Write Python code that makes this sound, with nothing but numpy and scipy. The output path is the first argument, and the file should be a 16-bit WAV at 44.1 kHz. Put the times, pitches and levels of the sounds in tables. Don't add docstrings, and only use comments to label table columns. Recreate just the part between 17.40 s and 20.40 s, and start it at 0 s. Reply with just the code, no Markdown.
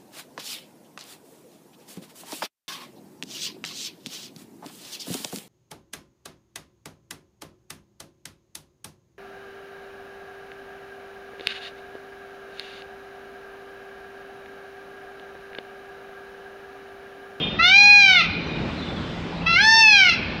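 import sys
import numpy as np
from scipy import signal
from scipy.fft import rfft, irfft, next_fast_len
from scipy.io import wavfile
from scipy.ndimage import uniform_filter1d

SR = 44100
rng = np.random.default_rng(int(sys.argv[2]) if len(sys.argv) > 2 else 0)


def master(y):
    cut = np.clip(np.atleast_2d(y).T, -1, 1)
    pcm = np.round(cut * 32767)
    wavfile.write(sys.argv[1], SR, pcm.astype(np.int16))


N = 132300
TIME = np.arange(N) / SR

AIR_DB, PATCH_DB, SWELL_DB = -30, 1.5, 0.5
HISS_HZ = 6530
HUM_HZ, HUM_WIDTH_HZ = 167.8, 4.1
SHRILL_END_S, SHRILL_FADE_DB_PER_S, SHRILL_DB = 0.049, 109, 0.5

VOICE_DB, ATTACK_S, RELEASE_S = 0.5, 0.013, 0.0056
JITTER, JITTER_HZ, SHIMMER_DB = 0.0012, 90, 1
CLEAN_HZ, STRAIN_HZ = 802, 111
RASP_DB, RASP_HZ = -41, 380
RASP_GROWTH = 0.64
SOFT_DB, DULLING, DULL_ABOVE_HZ = -3, 0.67, 5100
RUSH_DB, RUSH_SPREAD_HZ = -35, 230
GLIDE_HZ_PER_S, GLIDE_POWER = 650, 0.85

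SCATTER_DB, SCATTER_S = -7, 0.052
SCATTER_ABOVE_HZ = 1670
YARD_DB, YARD_DELAY_S = -20, 0.0094
BLUR_RAD, BLUR_HZ = 0.86, 66
CHIRP_WAVER, CHIRP_WET_DB = 0.012, 2.5

THRESHOLD_DB, RATIO = -19, 2.25
RECOVER_DB_PER_S = 165
LOW_CUT_HZ, EDGE_HZ = 32, 15500


def amp(db):
    return 10 ** (np.asarray(db) / 20)


def unit(x):
    return x / np.sqrt(np.mean(abs(x) ** 2) + 1e-20)


def read(points, hz):
    f, value = np.transpose(points)
    return np.interp(np.log(hz + 1), np.log(f + 1), value)


def add(mix, s, sound):
    part = mix[max(round(s * SR), 0):][:len(sound)]
    part += sound[:len(part)]


def wander(rate_hz):
    hz = np.fft.rfftfreq(N, 1 / SR)
    return unit(irfft(rfft(rng.standard_normal(N)) / (1 + (hz / rate_hz) ** 4), N))


def flutter(rate_hz):
    return (wander(rate_hz) + 1j * wander(rate_hz)) / 2


def fuzzy_tone(hz, width_hz):
    carrier = np.exp(2j * np.pi * hz * TIME)
    return unit((flutter(width_hz / 2) * carrier).real)


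def air():
    # frequency in Hz, relative density in dB per Hz.
    air_spectrum = [(20, -28.5), (32, -11), (48, -10), (85, -4), (125, -10.5), (166, -2.5), (230, -6.5),
                    (330, -9), (500, -14.5), (1100, -20), (1600, -23), (2400, -23.5), (3600, -27.5),
                    (5000, -36), (6300, -46.5), (8100, -56.5), (9500, -66), (15000, -74.5)]
    # time in seconds, level in dB.
    hiss_level = [(0, -6), (.6, -26), (.95, -11), (1.3, 4), (1.8, 7), (2.1, -2), (2.6, -9.5), (3, -8.5)]
    # time in seconds, level in dB.
    hum_level = [(0, -43), (1.0, -40), (1.6, -39), (2.05, -34), (2.4, -38), (3, -40)]
    frames, hz = N // 512 + 5, np.fft.rfftfreq(2048, 1 / SR)
    t = np.arange(frames) * 512 / SR
    real, imag, patches = rng.standard_normal((frames, len(hz), 3)).T
    patches = uniform_filter1d(patches, size=16, axis=0)
    patches = unit(uniform_filter1d(patches, size=7, axis=1))
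    z = (real + 1j * imag) * amp(read(air_spectrum, hz)[:, None] + PATCH_DB * patches)
    top = 1 - 1 / (1 + (hz[:, None] / HISS_HZ) ** 8)
    z *= amp(top * np.interp(t, *np.transpose(hiss_level)))
    wash = unit(signal.istft(z, nperseg=2048, noverlap=1536)[1][:N])
    swell = amp(AIR_DB + SWELL_DB * wander(rate_hz=2))
    hum = amp(np.interp(TIME, *np.transpose(hum_level))) * fuzzy_tone(HUM_HZ, HUM_WIDTH_HZ)
    return swell * wash + hum


def shrill():
    # frequency in Hz, width in Hz, level in dB before the common trim.
    partials = [(2430, 30, -40), (2630, 120, -39.5), (2850, 150, -38), (3150, 780, -35.5), (3225, 47, -32),
                (3610, 36, -33.5)]
    level = SHRILL_DB - SHRILL_FADE_DB_PER_S * np.maximum(TIME - SHRILL_END_S, 0)
    return amp(level) * sum(amp(db) * fuzzy_tone(hz, width) for hz, width, db in partials)


def cry(table, throat):
    # frequency in Hz, relative density in dB per Hz.
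    rush_spectrum = [(1000, -23), (2500, -7.5), (4000, 3.5), (6000, -0.5), (7300, -20), (8600, -23),
                     (10500, -16), (11700, -26.5), (13200, -29.5), (15000, -36.5)]
    s, pitch, effort, second, third = np.transpose(table)
    t = np.arange(s[0], s[-1] + RELEASE_S, 1 / SR)
    n = len(t)
    hz = uniform_filter1d(np.interp(t, s, pitch), size=500)
    effort_db = np.interp(t, s, effort)
    strain = 1 + np.clip((CLEAN_HZ - hz) / STRAIN_HZ, 0, 2)
    jittered_hz = hz * (1 + JITTER * strain * wander(JITTER_HZ)[:n])
    phase = 2 * np.pi * np.cumsum(jittered_hz) / SR
    lift = {2: np.interp(t, s, second), 3: np.interp(t, s, third)}
    dull_db = DULLING * np.minimum(effort_db - SOFT_DB, 0)
    slide_hz_per_s = abs(np.gradient(uniform_filter1d(hz, size=2600))) * SR
    glide = (slide_hz_per_s / GLIDE_HZ_PER_S) ** GLIDE_POWER
    voice = np.zeros(n)
    for k in range(1, 21):
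        rasp = amp(RASP_DB) * strain * k ** RASP_GROWTH * flutter(RASP_HZ)[:n]
        tone = amp(read(throat, k * hz) + lift.get(k, 0)) * (1 + rasp)
        rush = amp(RUSH_DB + read(rush_spectrum, k * hz)) * glide * flutter(RUSH_SPREAD_HZ)[:n]
        dull = amp(dull_db / (1 + (DULL_ABOVE_HZ / (k * hz)) ** 10))
        carrier = np.exp(1j * (k * phase + 2 * np.pi * rng.random()))
        voice += dull * ((tone + rush) * carrier).real
    fade_in = np.clip((t - t[0]) / ATTACK_S, 0, 1)
    fade_out = np.clip((t[-1] - t) / RELEASE_S, 0, 1)
    level = VOICE_DB + effort_db + SHIMMER_DB * strain * wander(JITTER_HZ)[:n]
    return s[0], np.sqrt(2) * fade_in * fade_out * amp(level) * voice


def walls(x):
    # delay in seconds, level in dB.
    echoes = [(.007, -18.5), (.024, -24.5), (.038, -16.5), (.046, -18)]
    t = np.arange(SR // 8) / SR
    taps = rng.standard_normal(len(t)) * np.minimum(t / 0.0014, 1) / (1 + (t / SCATTER_S) ** 6)
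    taps *= amp(SCATTER_DB) / np.linalg.norm(taps)
    taps = signal.sosfilt(signal.butter(2, SCATTER_ABOVE_HZ, "high", fs=SR, output="sos"), taps)
    taps[0] += 1
    for delay, db in echoes:
        add(taps, delay, amp([db]))
    return signal.fftconvolve(x, taps)[:N]


def yard(x):
    # frequency in Hz, time in seconds to fall by 60 dB.
    decay = [(500, 1.4), (2500, 1.32), (4500, 1.44), (7000, 0.28), (14000, 0.84)]
    hz, t, z = signal.stft(rng.standard_normal(SR * 3 // 2), SR, nperseg=256)
    tail = signal.istft(z * amp(-60 * t / read(decay, hz)[:, None]), SR, nperseg=256)[1]
    tail *= np.minimum(np.arange(len(tail)) / SR / YARD_DELAY_S, 1)
    wet = signal.fftconvolve(x, tail / np.linalg.norm(tail) / np.sqrt(2))
    analytic = signal.hilbert(wet, next_fast_len(len(wet)))[:N]
    return (analytic * np.exp(1j * BLUR_RAD * wander(BLUR_HZ))).real


def small_birds():
    # start in seconds, length in seconds, start pitch in Hz, end pitch in Hz,
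    # peak level of the direct whistle in dB.
    chirps = [(1.06, 0.021, 6000, 5800, -51), (1.079, 0.11, 3800, 3715, -40), (1.18, .05, 4400, 4193, -49),
              (1.371, 0.045, 4300, 3750, -39), (1.41, 0.042, 3520, 3535, -38),
              (1.475, 0.047, 3500, 3540, -37.5), (1.554, .05, 3400, 3290, -43),
              (1.601, 0.089, 3150, 3050, -44), (1.965, 0.03, 3600, 4200, -43),
              (2.015, 0.014, 2800, 2490, -33)]
    out = np.zeros(N)
    for start, length, from_hz, to_hz, db in chirps:
        n = int(length * SR)
        hz = np.linspace(from_hz, to_hz, n) * (1 + CHIRP_WAVER * wander(rate_hz=330)[:n])
        whistle = np.sin(2 * np.pi * np.cumsum(hz) / SR)
        add(out, start, amp(db) * np.sqrt(np.hanning(n)) * whistle)
    return out + amp(CHIRP_WET_DB) * yard(out)


def scene():
    # time in seconds, pitch in Hz, effort in dB, lift of the 2nd harmonic in dB,
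    # lift of the 3rd harmonic in dB.
    first_cry = [(0.186, 635, -16.5, 4.5, 10), (0.21, 670, -19.5, 10.5, 7.5), (0.25, 706, -7, 2, 8),
                 (0.29, 740.0, -7, -2.5, -5.5), (0.33, 781.3, -6, -1, 8), (0.38, 812.3, 0.5, -16.5, 2.5),
                 (0.45, 819.9, 0, -12.5, -2), (0.52, 822.5, -1, -5.5, 7.5), (0.59, 815.6, -1.5, -8.5, -0.5),
                 (0.65, 787, -3.0, -8, 5.5), (0.71, 753.5, -4, 2.5, -0.5), (0.76, 722.7, -11.5, -1.5, 11.5),
                 (0.8, 678, -11.0, 3.5, 5), (0.822, 599.7, -19.5, -0.5, -7)]
    second_cry = [(2.058, 647, -17.5, -3, -5), (2.09, 672.4, -17.5, 3.5, -1.5),
                  (2.145, 676.0, -13, -1, -11), (2.165, 703, -11, 1, 11), (2.195, 788, -12, 11, -4),
                  (2.23, 858.7, -5.5, -3, -19.5), (2.29, 889.7, 3.5, 0.5, -21),
                  (2.35, 897.9, 4, -6.5, -20.5), (2.4, 897.4, 6, -9.0, -15), (2.44, 882, 1, -6, -0.5),
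                  (2.51, 845, -0.5, -7.5, -1.5), (2.58, 794.7, -0.5, -3.5, -5.5),
                  (2.64, 741.6, -6.5, 2, 4.5), (2.695, 690.4, -9, -3.5, 1), (2.725, 649, -17, -6, -17)]
    # frequency in Hz, relative level in dB.
    first_throat = [(620, -22.5), (760, -17.5), (900, -11.5), (1400, -7.5), (2100, -10), (2500, 0),
                    (2850, -6.5), (3120, -8), (3310, -27), (3530, -0.5), (3850, -14.5), (4100, -7.5),
                    (4500, -17.5), (5350, -21), (6400, -27.5), (7200, -51.5), (8200, -48.5), (10600, -51),
                    (12000, -70.5), (15000, -62.5)]
    second_throat = [(620.0, -32), (760.0, -21), (900.0, -18), (1400.0, -8.5), (2100.0, -8.0),
                     (2500.0, 1.5), (2800.0, -8), (3250.0, -9.5), (3600.0, -24), (4100.0, -11.5),
                     (4500.0, -21.0), (5350.0, -18.0), (6400.0, -31), (7200.0, -56.5), (8200.0, -48),
                     (10600.0, -60), (12000.0, -83), (15000.0, -92)]
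    peacock = np.zeros(N)
    add(peacock, *cry(first_cry, first_throat))
    add(peacock, *cry(second_cry, second_throat))
    background = air() + shrill() + small_birds()
    return (walls(peacock) + amp(YARD_DB) * yard(peacock) + background)[None]


def record(dry):
    power_db = 10 * np.log10(abs(uniform_filter1d(dry[0] ** 2, size=300)) + 1e-12)
    fall = TIME * RECOVER_DB_PER_S
    held_db = np.maximum.accumulate(power_db + fall) - fall
    over_db = np.maximum(held_db - THRESHOLD_DB, 0)
    ducked = dry * amp(-(1 - 1 / RATIO) * uniform_filter1d(over_db, size=200))
    ducked = signal.sosfilt(signal.butter(6, LOW_CUT_HZ, "high", fs=SR, output="sos"), ducked)
    low_pass = signal.firwin(511, EDGE_HZ, window=("kaiser", 9), fs=SR)
    return signal.oaconvolve(ducked, low_pass[None], "same")


dry = scene()
out = record(dry)
master(out)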